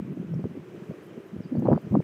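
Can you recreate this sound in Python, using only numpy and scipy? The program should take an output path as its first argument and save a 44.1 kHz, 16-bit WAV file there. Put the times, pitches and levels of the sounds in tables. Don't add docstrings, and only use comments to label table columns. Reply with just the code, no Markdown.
import sys
import numpy as np
from scipy import signal
from scipy.fft import next_fast_len
from scipy.io import wavfile

SR = 44100
rng = np.random.default_rng(int(sys.argv[2]) if len(sys.argv) > 2 else 0)


def wrap_up_sound(samples):
    columns = np.atleast_2d(samples).T
    tamed = np.clip(columns, -1, 1)
    steps = np.round(tamed * 32767).astype(np.int16)
    wavfile.write(sys.argv[1], SR, steps)


def attenuation_scalar(level_db):
    decades = np.asarray(level_db, float) / 20
    return 10 ** decades


N = 89655
PORT_CUT_HZ, PORT_TOP_HZ = 96, 1570
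THUMP_WIDTH, THUMP_WANDER = 0.39, 0.23
POP_WIDTH, POP_WANDER, POP_SCATTER = 0.28, 0.12, 0.1


def rms_one(x):
    return x / np.sqrt(np.mean(x ** 2) + 1e-20)


def drift(rate_hz):
    pole = np.exp(-40 * np.pi * rate_hz / SR)
    steps = rng.standard_normal(N // 20 + 4002)
    slow = signal.lfilter([1], [1, -2 * pole, pole * pole], steps)[4000:]
    return np.interp(np.arange(N) / 20, np.arange(len(slow)), rms_one(slow - slow.mean()))


def run_in(sos, x):
    lead_in = x[..., 2000:0:-1]
    return signal.sosfilt(sos, np.concatenate([lead_in, x], axis=-1))[..., 2000:]


def butter(x, hz, kind, order):
    return run_in(signal.butter(order, hz, kind, fs=SR, output="sos"), x)


def bell(s, width_s):
    return np.exp(-.5 * ((np.arange(N) / SR - s) / width_s) ** 2)


def buffeting():
    wind = thumps() + pops() + turbulence()
    wind = butter(wind, PORT_CUT_HZ, "high", order=2)
    wind = butter(wind, PORT_TOP_HZ, "low", order=4)
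    return wind + cracks() + butter(more_thumps(), PORT_CUT_HZ, "high", order=2)


def turbulence():
    # t/s, level/dB
    gust_curve = [(0, -41), (.14, -42), (.39, -41.5), (.42, -44), (.58, -44.5), (.63, -49.5), (.75, -46),
                  (.97, -54), (1.3, -53), (1.5, -43.5), (1.64, -32), (1.707, -24.5), (1.766, -32.5),
                  (1.797, -49), (1.871, -41), (1.9, -41.5), (1.956, -25.5), (2.012, -44)]
    # f/Hz, level/dB re gust, extra rise/dB per dB of gust
    swirl_sizes = [
        (120.5, -9, -0.04),
        (180, 0.5, 0.1717),
        (339, -7.5, 0.3446),
        (520, -25, 0.938),
        (900, -46.5, 1.7625),
    ]
    s, db = np.transpose(gust_curve)
    gust_db = np.interp(np.arange(N) / SR, s, db) + 4 * drift(59.4)
    wind = np.zeros(N)
    for hz, level_db, rise in swirl_sizes:
        band = butter(rng.standard_normal(N), [hz / 1.256, hz * 1.114], "band", order=2)
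        band = rms_one(band)
        swell = np.abs(signal.hilbert(band, next_fast_len(N))[:N])
        band = rms_one(band / (swell + .3) ** 0.35)
        band_db = gust_db + level_db + rise * (gust_db + 40) + 2.0 * drift(hz / 8)
        wind += attenuation_scalar(band_db) * band
    return wind


def thumps():
    # t/s, level/dB, f/Hz, length/ms
    thump_events = [(0.027, -25, 165, 12), (0.111, -29, 206, 61), (0.125, -27, 241, 1.85),
                    (0.174, -26.5, 217, 10.5), (0.2, -22, 176, 4.5), (0.341, -25.5, 155.7, 96),
                    (0.382, -28.5, 159.6, 22), (0.445, -20, 220, 9.3), (0.512, -29, 180, 6.3),
                    (0.554, -33.5, 280, 8.3), (0.574, -29.5, 255, 15.4), (0.823, -31, 157.5, 8.7),
                    (0.898, -25.5, 209, 12.6), (1.179, -31, 196, 14.5), (1.339, -28.5, 180, 25),
                    (1.365, -23, 230, 2.5), (1.385, -27.5, 166, 15), (1.405, -22.5, 245, 4.8),
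                    (1.527, -20.5, 193, 19), (1.554, -23, 257, 10.6), (1.582, -14.5, 196.5, 6.9),
                    (1.625, -23.5, 243, 21), (1.666, -22, 250, 7.1), (1.694, -14, 249, 4),
                    (1.705, -17, 229, 5.3), (1.733, -8.5, 225, 6.1), (1.754, -25, 229, 5.1),
                    (1.763, -18, 206, 6.6), (1.913, -18, 135, 11.2), (1.934, -23.5, 203, 21),
                    (1.945, -18.5, 213, 10), (1.951, -18, 244, 4.7), (1.967, -15, 269, 4.5),
                    (1.9735, -17.5, 218, 7.1), (1.994, -20, 195, 18)]
    return eddies(thump_events, THUMP_WIDTH, THUMP_WANDER, edge_db=-15.5, scatter=0.94)


def pops():
    # t/s, level/dB, f/Hz, length/ms
    pop_events = [(.0015, -24, 236, 8), (0.229, -31, 383, 8.9), (0.339, -30.5, 470, 4.5),
                  (0.4415, -25.5, 480, 1.9), (0.457, -21, 340, 5.9), (0.911, -31.5, 520, 5.8),
                  (1.175, -40, 455, 23), (1.404, -40.5, 467, 5.4), (1.554, -32, 520, 5.3),
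                  (1.595, -33, 500, 2.7), (1.6235, -29, 520, 2.9), (1.66, -28.5, 458, 3.3),
                  (1.6715, -22, 700, 2), (1.684, -17.5, 520, 4), (1.6877, -6, 522, 3.8),
                  (1.701, -22.5, 590, 16.5), (1.7125, -19.5, 493, 7.4), (1.7165, -19, 544, 3.6),
                  (1.724, -16.5, 625, 2.6), (1.736, -17.5, 536, 2.3), (1.75, -24.5, 520, 3.4),
                  (1.778, -23, 577, 4.7), (1.923, -26.5, 480, 2.6), (1.943, -28, 510, 1.05),
                  (1.954, -18.5, 645, 2.05), (1.965, -24, 406, 2.9), (2.004, -20, 450, 4.3),
                  (2.0325, -26.5, 304, 4)]
    return eddies(pop_events, POP_WIDTH, POP_WANDER, edge_db=-22, scatter=POP_SCATTER)


def cracks():
    # t/s, level/dB, f/Hz, length/ms
    crack_events = [(.3435, -53.5, 5570, 3.5), (.441, -39, 900, 1.3), (1.672, -34, 1084, 2.4),
                    (1.688, -35, 966, 4.6), (1.7015, -44, 950, 5.1), (1.717, -29, 985, 2.2),
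                    (1.7303, -20.5, 990, 1.15), (1.7365, -24, 880, 2.5), (1.751, -36.5, 805, 2),
                    (1.762, -33.5, 1220, 2), (1.777, -28.5, 900, 1.9), (1.943, -34, 1016, 3.8),
                    (2.003, -36.5, 800, 1.7)]
    return eddies(crack_events, POP_WIDTH, POP_WANDER / 4, edge_db=-29.5, scatter=POP_SCATTER)


def more_thumps():
    # t/s, level/dB, f/Hz, length/ms
    more_thump_events = [(.065, -37.5, 180, 48), (.245, -32.5, 200, 13), (.28, -46, 157, 8),
                         (.407, -33, 260, 3.7), (.468, -27, 260, 7.3), (.595, -31.5, 155, 9.9),
                         (.737, -45, 151, 12.5), (.916, -31.5, 152, 11.4), (1.592, -15.5, 219, 9),
                         (1.7235, -11, 219, 6.6), (1.875, -32.5, 216, 12), (1.972, -15.5, 195, 10),
                         (.363, -29, 180, 17), (1.654, -23.5, 220, 7.6), (1.69, -20.5, 149.4, 60),
                         (1.73, -21, 152.5, 53)]
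    return eddies(more_thump_events, THUMP_WIDTH, THUMP_WANDER, edge_db=-12.5, scatter=0.78)


def eddies(rows, width, wander, edge_db, scatter):
    out, t = np.zeros(N), np.arange(N) / SR
    phases = scatter * rng.uniform(-np.pi, np.pi, (len(rows), 2))
    for (s, db, hz, ms), phase in zip(rows, phases):
        width_s = width * ms / 1000
        stray = np.cumsum(drift(hz / 3)) / SR
        turn = 2 * np.pi * hz * (t - s + wander * (stray - stray[int(s * SR)]))
        swing = bell(s, width_s) * np.cos(turn + phase[0])
        edge = bell(s, width_s / 2) * np.cos(1.9 * turn + phase[1])
        out -= attenuation_scalar(db - 0.5) * (swing + attenuation_scalar(edge_db) * edge)
    return out


def bag():
    # t/s, level/dB, f/Hz, length/ms
    tick_events = [(.13, -72.5, 13500, 11), (0.403, -68, 5500, 3.2), (.56, -74, 11170, 4.3),
                   (1.04, -73, 11100, 34), (1.067, -70, 12000, 9), (1.27, -73, 13500, 19),
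                   (1.595, -67, 9400, 4.8), (1.597, -65, 7150, 8), (1.597, -66, 12950, 11),
                   (1.82, -71, 12000, 12), (1.928, -69.5, 13500, 13)]
    grain, out = rng.standard_normal(N), np.zeros(N)
    for s, db, hz, ms in tick_events:
        band = butter(grain, [hz * 0.84, hz * 1.16], "band", order=2)
        swell = np.abs(signal.hilbert(band, next_fast_len(N))[:N])
        band = band / (swell + band.std() / 2)
        out += attenuation_scalar(db) * bell(s, ms / 2500) * rms_one(band)
    return out


def bird():
    bird_notes = [(1.416, 0.02, 5700, 5000, -70), (1.423, 0.053, 4960, 4670, -69),
                  (1.46, 0.039, 5000, 4900, -74), (1.514, 0.05, 4500, 4570, -82),
                  (1.55, .03, 4350, 4870, -73), (1.581, 0.018, 4850, 4400, -74),
                  (1.638, 0.035, 4380, 4170, -74), (1.705, 0.049, 5280, 4750, -74),
                  (1.74, 0.077, 4770, 4650, -74.5), (1.824, .03, 4960, 4830, -81.5),
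                  (1.84, .025, 4250, 5000, -76)]
    out, t, waver = np.zeros(N), np.arange(N) / SR, drift(140)
    for s, length, from_hz, to_hz, db in bird_notes:
        u = np.clip((t - s) / length, 0, 1)
        pitch_hz = from_hz + (to_hz - from_hz) * u + 140 * waver
        whistle = np.sin(2 * np.pi * np.cumsum(pitch_hz) / SR)
        out += attenuation_scalar(db + 4.0) * np.sin(np.pi * u) * whistle
    return out * attenuation_scalar(3.0 * drift(90))


def roar():
    # f/Hz, level/dB per Hz
    roar_curve = [(60, -18), (300, -4.5), (570, -5.5), (690, -12.5), (1500, -14), (2800, -20),
                  (3300, -27.5), (4200, -32.5)]
    # f/Hz, level/dB per Hz
    hiss_curve = [(4200, -33), (5600, -31.5), (7500, -35.5), (10500, -39), (13500, -44.5), (15800, -30.5)]
    hz, db = np.transpose(roar_curve + hiss_curve[1:])
    out, together = 0, drift(1.5)
    edges = 40 * 2 ** np.arange(0, 9, 1 / 3)
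    white = rng.standard_normal((2, N))
    for k, (low, high) in enumerate(zip(edges, edges[1:])):
        level_db = np.interp(np.log(low * high) / 2, np.log(hz), db)
        level_db = level_db + 0.54 * together + 1.03 * drift(12)
        out = out + attenuation_scalar(level_db) * butter(white[k % 2], [low, high], "band", order=2)
    return attenuation_scalar(-53.5) * rms_one(out)


def hum():
    # t/s, level/dB
    hum_curve = [
        (0, -65.5),
        (.5, -57),
        (.75, -46.5),
        (.94, -42.5),
        (1.05, -52),
        (1.15, -41.5),
        (1.3, -52),
        (2.03, -51),
    ]
    centre_hz, half_width_hz = 361.5, 57
    band_hz = [centre_hz - half_width_hz, centre_hz + half_width_hz]
    tone = butter(rng.standard_normal(N), band_hz, "band", order=2)
    return attenuation_scalar(np.interp(np.arange(N) / SR, *np.transpose(hum_curve))) * rms_one(tone)


def scene():
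    return (buffeting() + bag() + bird() + roar() + hum())[None]


def roll_off(x):
    return signal.sosfilt(signal.butter(12, 15790, fs=SR, output="sos"), x)


def record(dry):
    mix = butter(dry, 62, "high", order=2)
    mix = run_in(signal.cheby2(16, 60, 16150, fs=SR, output="sos"), mix)
    return roll_off(mix)


dry = scene()
out = record(dry)
wrap_up_sound(out)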